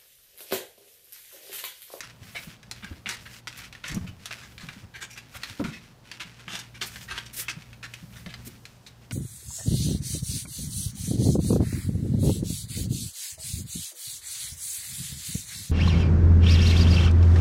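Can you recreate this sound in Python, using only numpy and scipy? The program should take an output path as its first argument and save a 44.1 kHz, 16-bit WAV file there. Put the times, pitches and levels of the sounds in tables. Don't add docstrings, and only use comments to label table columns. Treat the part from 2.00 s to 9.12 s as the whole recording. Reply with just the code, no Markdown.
import sys
import numpy as np
from scipy import signal
from scipy.fft import rfft, irfft, next_fast_len
from scipy.io import wavfile

SR = 44100
rng = np.random.default_rng(int(sys.argv[2]) if len(sys.argv) > 2 else 0)


def materialize(psi):
    bounded = np.clip(np.atleast_2d(psi).T, -1, 1)
    quanta = np.round(bounded * 32767).astype(np.int16)
    wavfile.write(sys.argv[1], SR, quanta)


N = 314124
TIME = np.arange(N) / SR

# start_s, length_s, level_db (0.9-5 kHz), resonance_hz, treble_db (against the level)
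CLAW_SCRAPES = [(0.026, 0.033, -43.5, 1360, -7), (0.348, 0.047, -34.5, 2180, -13.5),
                (0.825, 0.023, -42.5, 1370, -28), (0.86, 0.037, -48.5, 1400, -17),
                (1.067, 0.089, -38, 1880, -6), (1.255, 0.028, -42, 1790, -16),
                (1.634, 0.032, -46, 2530, -5.5), (1.836, 0.11, -40, 1940, -7.5),
                (2.067, 0.035, -46, 2600, -8.5), (2.413, 0.056, -48.5, 1520, -6.5),
                (2.597, 0.045, -46, 1800, -7), (2.938, 0.058, -43, 1680, -13),
                (3.006, 0.048, -39, 1640, -3), (3.098, 0.058, -50, 2460, 2.5),
                (3.157, 0.052, -47.5, 2650, -7), (3.34, 0.049, -44.5, 1290, -10),
                (3.642, 0.07, -44, 1440, -8), (3.705, 0.091, -46.5, 2100, -8),
                (4.197, 0.04, -37.5, 2880, -8.5), (4.48, 0.14, -39, 3140, -6),
                (4.742, 0.041, -46.5, 2240, -8.5), (4.81, 0.042, -33, 3520, -2.5),
                (5.079, 0.11, -38, 1450, -10), (5.169, 0.032, -47, 3050, -4),
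                (5.255, 0.028, -48, 3020, 0.5), (5.39, 0.099, -47.5, 3170, -9),
                (5.482, 0.038, -34.5, 2500, -4.5), (5.828, 0.041, -39.5, 1560, -8.5),
                (6.157, 0.029, -48, 1460, -6), (6.29, 0.033, -46.5, 3300, -12),
                (6.864, 0.027, -48, 3830, 0.5)]
# start_s, level_db (0.9-5 kHz), resonance_hz, treble_db (against the level)
CLAW_SNAGS = [(0.006, -32, 2340, -3.5), (0.63, -45.5, 1710, -9), (0.7131, -32.5, 4130, 0),
              (0.8444, -37, 1580, -8), (0.927, -48, 1740, -17), (1.059, -31, 2300, -23),
              (1.065, -32, 3260, -27), (1.0904, -29, 1730, -1), (1.108, -39, 5000, 0),
              (1.4723, -31.5, 1370, -11.5), (1.478, -36.5, 3570, -2.5), (1.7267, -39.5, 3520, -8.5),
              (1.751, -42, 1870, -12), (1.8405, -28.5, 1540, -24), (1.8817, -44, 2400, 10),
              (1.915, -42, 1950, 2), (1.9462, -48.5, 2370, 18.5), (2.2572, -33.5, 3350, 1.5),
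              (2.309, -32.5, 1500, -20), (2.5803, -42, 4170, -6), (2.6876, -32, 2160, -18.5),
              (3.1763, -38.5, 2650, -4), (3.434, -29, 4100, -9.5), (3.6408, -34.5, 2140, -12.5),
              (4.1151, -34, 4480, -9), (4.2032, -38, 2630, -7), (4.4803, -37, 1940, -43),
              (4.554, -33.5, 3930, -4), (4.591, -39.5, 4350, 4), (4.8145, -31, 3280, -10),
              (4.959, -35, 1790, -12), (5.1782, -28.5, 3080, -16), (5.4833, -30, 2540, -13),
              (5.4915, -51, 2410, -8), (5.6223, -47.5, 2320, -7), (5.7304, -45, 2440, -11),
              (5.8293, -39.5, 2380, -15), (5.938, -36, 2480, -4.5), (6.262, -37.5, 1870, -13),
              (6.34, -38, 4320, -10.5), (6.654, -41, 4000, -3), (7.110, -33.5, 1540, -10)]
# start_s, peak_db, pitch_hz
THUMPS = [(0.213, -40, 120), (0.471, -35.5, 164), (.675, -47, 199), (0.832, -36.5, 196), (0.903, -34, 75.6),
          (.91, -41, 293), (1.063, -38.5, 197), (1.897, -34.5, 148), (1.915, -31, 52.7),
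          (1.941, -27.5, 120), (1.964, -24.5, 212), (2.009, -31, 89.5), (2.039, -32, 192),
          (2.08, -34.5, 91), (2.633, -34, 175), (2.679, -38.5, 151), (2.762, -39.5, 214),
          (2.826, -37.5, 96), (3.351, -42, 68), (3.497, -38.5, 106), (3.595, -23.5, 251), (3.612, -26, 216),
          (3.644, -25.5, 227), (3.643, -35, 64.6), (3.681, -33.5, 166), (4.249, -42.5, 170),
          (4.471, -40, 187), (4.53, -37, 200), (5.121, -45, 60), (5.564, -37, 174.6), (6.026, -37.5, 175),
          (6.263, -31, 166), (6.385, -38.5, 69), (6.466, -38, 246), (7.109, -36.5, 238)]
# start_s, peak_db, pitch_hz
BASE_KNOCKS = [(.349, -39, 600), (2.307, -46, 650), (3.345, -43, 644), (3.597, -30, 589), (3.598, -30, 342),
               (3.597, -31.5, 1155), (3.65, -32.5, 1182), (4.535, -42.5, 654), (5.384, -45, 438),
               (6.26, -43.5, 583), (6.468, -45.5, 348), (7.109, -41.5, 605)]
# start_s, rise_s, length_s, level_db
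FUR_SWISHES = [(0.218, 0.23, 0.34, -54.5), (1.568, 0.011, 0.059, -49), (3.34, 0.033, 0.036, -48),
               (4.855, 0.018, 0.048, -43), (5.324, 0.018, 0.16, -45.5), (5.362, 0.042, 0.094, -35),
               (6.447, 0.031, 0.049, -44.5)]
# start_s, length_s, crinkle_level_db, fur_hiss_level_db
WEIGHT_SHIFTS = [(0.179, 0.42, -49.5, -62), (0.75, 0.26, -53, -74), (1.187, 0.23, -52, -56),
                 (1.544, 0.16, -48, -64), (1.93, 0.14, -72, -65), (2.149, 0.43, -53, -64.5),
                 (2.596, 0.27, -51.5, -63), (3.27, 0.4, -50, -59.5), (3.75, 0.2, -56, -74),
                 (4.02, 0.24, -54, -71), (4.235, 0.33, -51, -72), (4.83, 0.26, -49.5, -52),
                 (5.555, 0.18, -65, -88), (5.84, 0.26, -63, -63.5), (6.07, 0.54, -56, -65),
                 (6.55, 0.39, -78, -67), (7.009, 0.063, -60, -69.5)]
# time_s, level_db
HUM_LEVEL = [(0, -56), (2.6, -56), (4.05, -61), (4.6, -49.5), (5.5, -52.5), (6.5, -47.5), (6.75, -56.5)]

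CLOTH_SPECTRUM = [(100, -18), (300, -10), (600, -11.5), (850, -8.5), (1080, -3.5), (1300, -0.5),
                  (2200, 2.5), (3500, -1), (6000, -10), (9000, -18), (12000, -22), (15500, -31.5)]
PADDING_SPECTRUM = [(20, 0), (50, -3), (130, 4), (250, -0.5), (380, -11.5), (620, -18), (800, -19),
                    (1150, -16.5), (2000, -24), (6000, -40)]
FUR_SPECTRUM = [(200, 0), (450, -9), (850, -19), (1700, 2), (4000, 1), (7000, 3.5), (11000, 5.5),
                (15500, 4)]
NAP_SPECTRUM = [(300, -24), (1000, -2), (2000, -12), (5000, 8), (7500, 6), (11000, 0.5), (15500, -0.5)]
RUMBLE_SPECTRUM = [(20, -40), (40, -14), (58, 9), (85, 5.5), (130, 2.5), (200, 3), (300, -27.5), (500, -43),
                   (1500, -24)]
AIR_SPECTRUM = [(20, -23), (35, -2), (55, -10.5), (80, -2.5), (130, 0), (220, -4), (330, -12), (500, -12),
                (1000, -15.5), (2200, -23.5), (5000, -25.5), (10000, -35), (15500, -36)]
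# frequency_hz, t60_s
ROOM_DECAY = [(100, 0.79), (500, 0.4), (2000, 0.22), (6000, 0.19), (14000, 0.14)]

HUM_HZ = 118
EDGE_HZ = 15600
RISE_SHARE = 0.39
RING_DB, BLUR_DB_PER_S = 9.5, 42
SLIDE_S, SLIDE_RISE_S, SLIDE_DB = 0.016, 0.001, -9
SWELL_S, SWELL_HZ, SWELL_SLOPE = 0.0083, 178, 0.38
KNOCK_CYCLES = 3.1
SHIFT_TAPER = 0.34
CREASE_DB, SETTLE_DB_PER_S = -13, 89
SNAG_CREASE_DB, CREASE_HISS_DB = -15, -19.5


def scrapes(level_db=-2.0, dull_db=-5, bright_db=0.0, clump_db=1.5, stutter_db=2.0):
    grip = amp(clump_db * drift(300) + stutter_db * drift(80))
    slips = np.tile(grains(per_s=4200, spread_db=1.5) * grip, 2)
    out = np.zeros(N + SR)
    for start_s, rise_s, length_s, db, hz, treble_db in drags():
        height_db = RING_DB - BLUR_DB_PER_S * length_s
        press = stroke(rise_s, length_s, start=0.51, end=0.33)
        own_slips = slips[max(int(start_s * SR), 0):][:len(press)]
        run = amp(db + level_db) * evened(press * own_slips)
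        speed = np.minimum(np.arange(len(run)) / SR / max(rise_s, .001), 1)
        for share, extra_db in (1 - speed, dull_db), (speed, bright_db):
            ring = cloth(hz, treble_db + extra_db, peak_db=height_db, octaves=0.17, uneven_db=3.25)
            add(out, start_s, signal.fftconvolve(run * share, ring))
    return out[:N]


def drags():
    full = [(start_s, RISE_SHARE * length_s, length_s, db, hz, treble_db)
            for start_s, length_s, db, hz, treble_db in CLAW_SCRAPES]
    slides = [(start_s, SLIDE_RISE_S, SLIDE_S, db + SLIDE_DB, hz, treble_db)
              for start_s, db, hz, treble_db in CLAW_SNAGS]
    return full + slides


def clicks(level_db=-1.0, crackle=1.75, fade_s=0.0033, count=600):
    out, t = np.zeros(N), np.arange(count) / SR
    slips = grains(per_s=5700, spread_db=3.0)
    for k, (start_s, db, hz, treble_db) in enumerate(CLAW_SNAGS):
        after = slips[k * count:][:count] * np.exp(-t / fade_s)
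        snap = crackle * after / (np.linalg.norm(after) + 1e-9) + (t == 0)
        snap *= np.sqrt(.004 * SR) / np.linalg.norm(snap)
        ring = cloth(hz, treble_db, peak_db=7.0, octaves=0.12, uneven_db=1.5)
        add(out, start_s, amp(db + level_db) * signal.fftconvolve(snap, ring))
    return out[:N]


def cloth(hz, treble_db, peak_db, octaves, uneven_db, size=2048):
    f = np.fft.rfftfreq(size, 1 / SR)
    body, top = (f > 900) & (f < 5000), (f > 5000) & (f < EDGE_HZ)
    knots = np.linspace(np.log(200), np.log(SR / 2), 60)
    lesser = np.interp(np.log(f + 1), knots, rng.standard_normal(60))
    resonance_db = peak_db / (1 + (np.log2((f + 1) / hz) / octaves) ** 2)
    db = read(CLOTH_SPECTRUM, f) + resonance_db + uneven_db * lesser
    top_to_body = np.sum(amp(db[top]) ** 2) / np.sum(amp(db[body]) ** 2)
    lack_db = treble_db - 10 * np.log10(top_to_body)
    db = db + lack_db * np.interp(f, [3300, 5800], [0, 1])
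    log_gain = np.log(amp(db) / np.sqrt(2 * np.sum(amp(db[body]) ** 2) / size))
    circle = np.concatenate([log_gain, log_gain[-2:0:-1]])
    return np.fft.ifft(np.exp(np.conj(signal.hilbert(circle)))).real


def grains(per_s, spread_db):
    size = amp(spread_db * np.minimum(rng.exponential(1, N), 4))
    return size * rng.choice([-1, 1], N) * (rng.random(N) < per_s / SR)


def stroke(rise_s, length_s, start, end):
    t = np.arange(int(max(length_s, .005) * SR)) / SR
    peak_s = np.clip(rise_s, .001, t[-1] - .001)
    return evened(np.exp(np.interp(t, [0, peak_s, t[-1]], np.log([start, 1, end]))))


def thumps(push_db=-1, puff_db=-10.5, sag=0.067, wobble=0.095):
    out, weight, t = np.zeros(N), np.zeros(N), np.arange(SR // 4) / SR
    stiffness = np.tile(np.exp(wobble * drift(180)), 2)
    for start_s, db, hz in THUMPS:
        u = t / (SWELL_S * (SWELL_HZ / hz) ** SWELL_SLOPE)
        push = amp(db) * u * np.exp(1 - u)
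        sagging = 1 + sag * (np.exp(1 - u) - 1)
        pitch_hz = hz * sagging * stiffness[int(start_s * SR):][:len(t)]
        add(out, start_s, push * np.sin(2 * np.pi * np.cumsum(pitch_hz) / SR))
        add(weight, start_s, push)
    puff = weight * shaped(rng.standard_normal(N), PADDING_SPECTRUM)
    return amp(push_db) * out + amp(puff_db) * puff


def knocks(level_db=0, spread=0.205):
    out, t = np.zeros(N), np.arange(SR // 8) / SR
    ratios = np.linspace(-1, 1, 5)[:, None]
    for start_s, db, hz in BASE_KNOCKS:
        swell_s = KNOCK_CYCLES / hz
        mode_hz = hz * (1 + spread * ratios * rng.uniform(0.67, 1, (5, 1)))
        modes = np.sin(2 * np.pi * (mode_hz * t + rng.random((5, 1)))).mean(0)
        envelope = t / swell_s * np.exp(1 - t / swell_s)
        add(out, start_s, amp(db + level_db) * evened(modes) * envelope / 2)
    return out


def swishes():
    level = np.zeros(N)
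    for start_s, rise_s, length_s, db in FUR_SWISHES:
        press = stroke(rise_s, length_s, start=0.25, end=0.067)
        add(level, start_s, amp(db) * press * signal.windows.tukey(len(press), .15))
    return level * shaped(rng.standard_normal(N), FUR_SPECTRUM)


def rustle(heavy_db=-9, crinkle_db=-2.5, hiss_db=0, flutter_db=2.76, count=12):
    crinkle, hiss = stirring()
    fine = evened(grains(per_s=3000, spread_db=3.0))
    heavy = evened(grains(per_s=78, spread_db=3.0))
    snaps = fine + amp(heavy_db) * heavy
    patch = rng.integers(0, count, N)
    creases = np.zeros(N)
    for k, hz in enumerate(np.geomspace(1400, 3600, count)):
        ring = cloth(hz, -7, peak_db=5, octaves=.25, uneven_db=2)
        patch_snaps = snaps * (patch == k) * amp(4.8 * drift(30))
        creases += signal.oaconvolve(patch_snaps, ring)[:N]
    crinkles = crinkle * amp(crinkle_db) * evened(creases)
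    fur = hiss * amp(hiss_db) * shaped(rng.standard_normal(N), NAP_SPECTRUM)
    return (crinkles + fur) * amp(flutter_db * drift(30))


def stirring():
    crinkle = np.zeros(N)
    for start_s, length_s, db, _, _ in CLAW_SCRAPES:
        crinkle += settling(start_s + RISE_SHARE * length_s, db + CREASE_DB)
    for start_s, db, _, _ in CLAW_SNAGS:
        crinkle += settling(start_s, db + SNAG_CREASE_DB)
    hiss = crinkle * amp(CREASE_HISS_DB) ** 2
    for start_s, length_s, crinkle_db, hiss_db in WEIGHT_SHIFTS:
        swell = signal.windows.tukey(int(length_s * SR), SHIFT_TAPER)
        add(crinkle, start_s, (amp(crinkle_db) * swell) ** 2)
        add(hiss, start_s, (amp(hiss_db) * swell) ** 2)
    return np.sqrt(crinkle), np.sqrt(hiss)


def settling(start_s, db):
    power, t = np.zeros(N), np.arange(SR // 2) / SR
    add(power, start_s, amp(db - SETTLE_DB_PER_S * t) ** 2)
    return power


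def background(air_db=-56, rumble_db=-5, hum_db=-2.5, upper_db=-13, lower_db=-8, waver_db=2.5, wander=0.24):
    level = amp(np.interp(TIME, *np.transpose(HUM_LEVEL)))
    main = np.sin(2 * np.pi * HUM_HZ * TIME + wander * drift(12.0))
    upper = np.sin(2 * np.pi * 229 * TIME + drift(11))
    lower = np.sin(np.pi * HUM_HZ * TIME + 0.33 * drift(3.67))
    tones = main + amp(upper_db) * upper + amp(lower_db) * lower
    hum = np.sqrt(2) * amp(hum_db + waver_db * drift(14)) * tones
    rumble = amp(rumble_db + 6.2 * drift(6.3)) * shaped(rng.standard_normal(N), RUMBLE_SPECTRUM)
    air = amp(air_db) * shaped(rng.standard_normal(N), AIR_SPECTRUM)
    return level * (hum + rumble) + air


def room(x, wet_db, early_db, early_s=0.0053, count=3):
    t, out = np.arange(SR // 2) / SR, x
    for k in range(count):
        taps = rng.choice([-1., 1.], len(t)) * (rng.random(len(t)) < 5000 / SR) * (t > .0015)
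        hz, frame_s, z = signal.stft(taps, SR, nperseg=256)
        decay = amp(-60 * frame_s / read(ROOM_DECAY, hz)[:, None])
        tail = signal.istft(z * decay, SR, nperseg=256)[1][:len(t)]
        early = taps[::-1] * (t > .0015) * np.exp(-t / early_s)
        echo = amp(wet_db) * tail / np.linalg.norm(tail) + amp(early_db) * early / np.linalg.norm(early)
        share = np.sqrt(2 / count) * np.cos(np.pi * (TIME + k / count))
        out = out + signal.oaconvolve(x * share, echo)[:N]
    return out


def amp(db):
    return 10 ** (np.asarray(db) / 20)


def evened(x):
    return x / np.sqrt(np.mean(x ** 2) + 1e-20)


def read(points, hz):
    f, value = np.transpose(points)
    return np.interp(np.log(hz + 1), np.log(f), value)


def add(mix, start_s, sound):
    part = mix[max(round(start_s * SR), 0):][:len(sound)]
    part += sound[:len(part)]


def shaped(x, spectrum):
    size = next_fast_len(N)
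    gain = amp(read(spectrum, np.fft.rfftfreq(size, 1 / SR)))
    return evened(irfft(rfft(x, size) * gain, size)[:N])


def drift(hz):
    return np.interp(TIME * hz, np.arange(4000), rng.standard_normal(4000))


def scene():
    claws = room(scrapes() + clicks() + knocks(), wet_db=-8, early_db=-9.5)
    body = room(thumps(), wet_db=-17, early_db=-16)
    fur = room(swishes(), wet_db=-20, early_db=-20.5)
    return (claws + body + fur + rustle() + background())[None]


def record(dry):
    low_pass = signal.firwin(511, EDGE_HZ, window=("kaiser", 9), fs=SR)
    return signal.oaconvolve(dry, low_pass[None], "same")


dry = scene()
out = record(dry)
materialize(out)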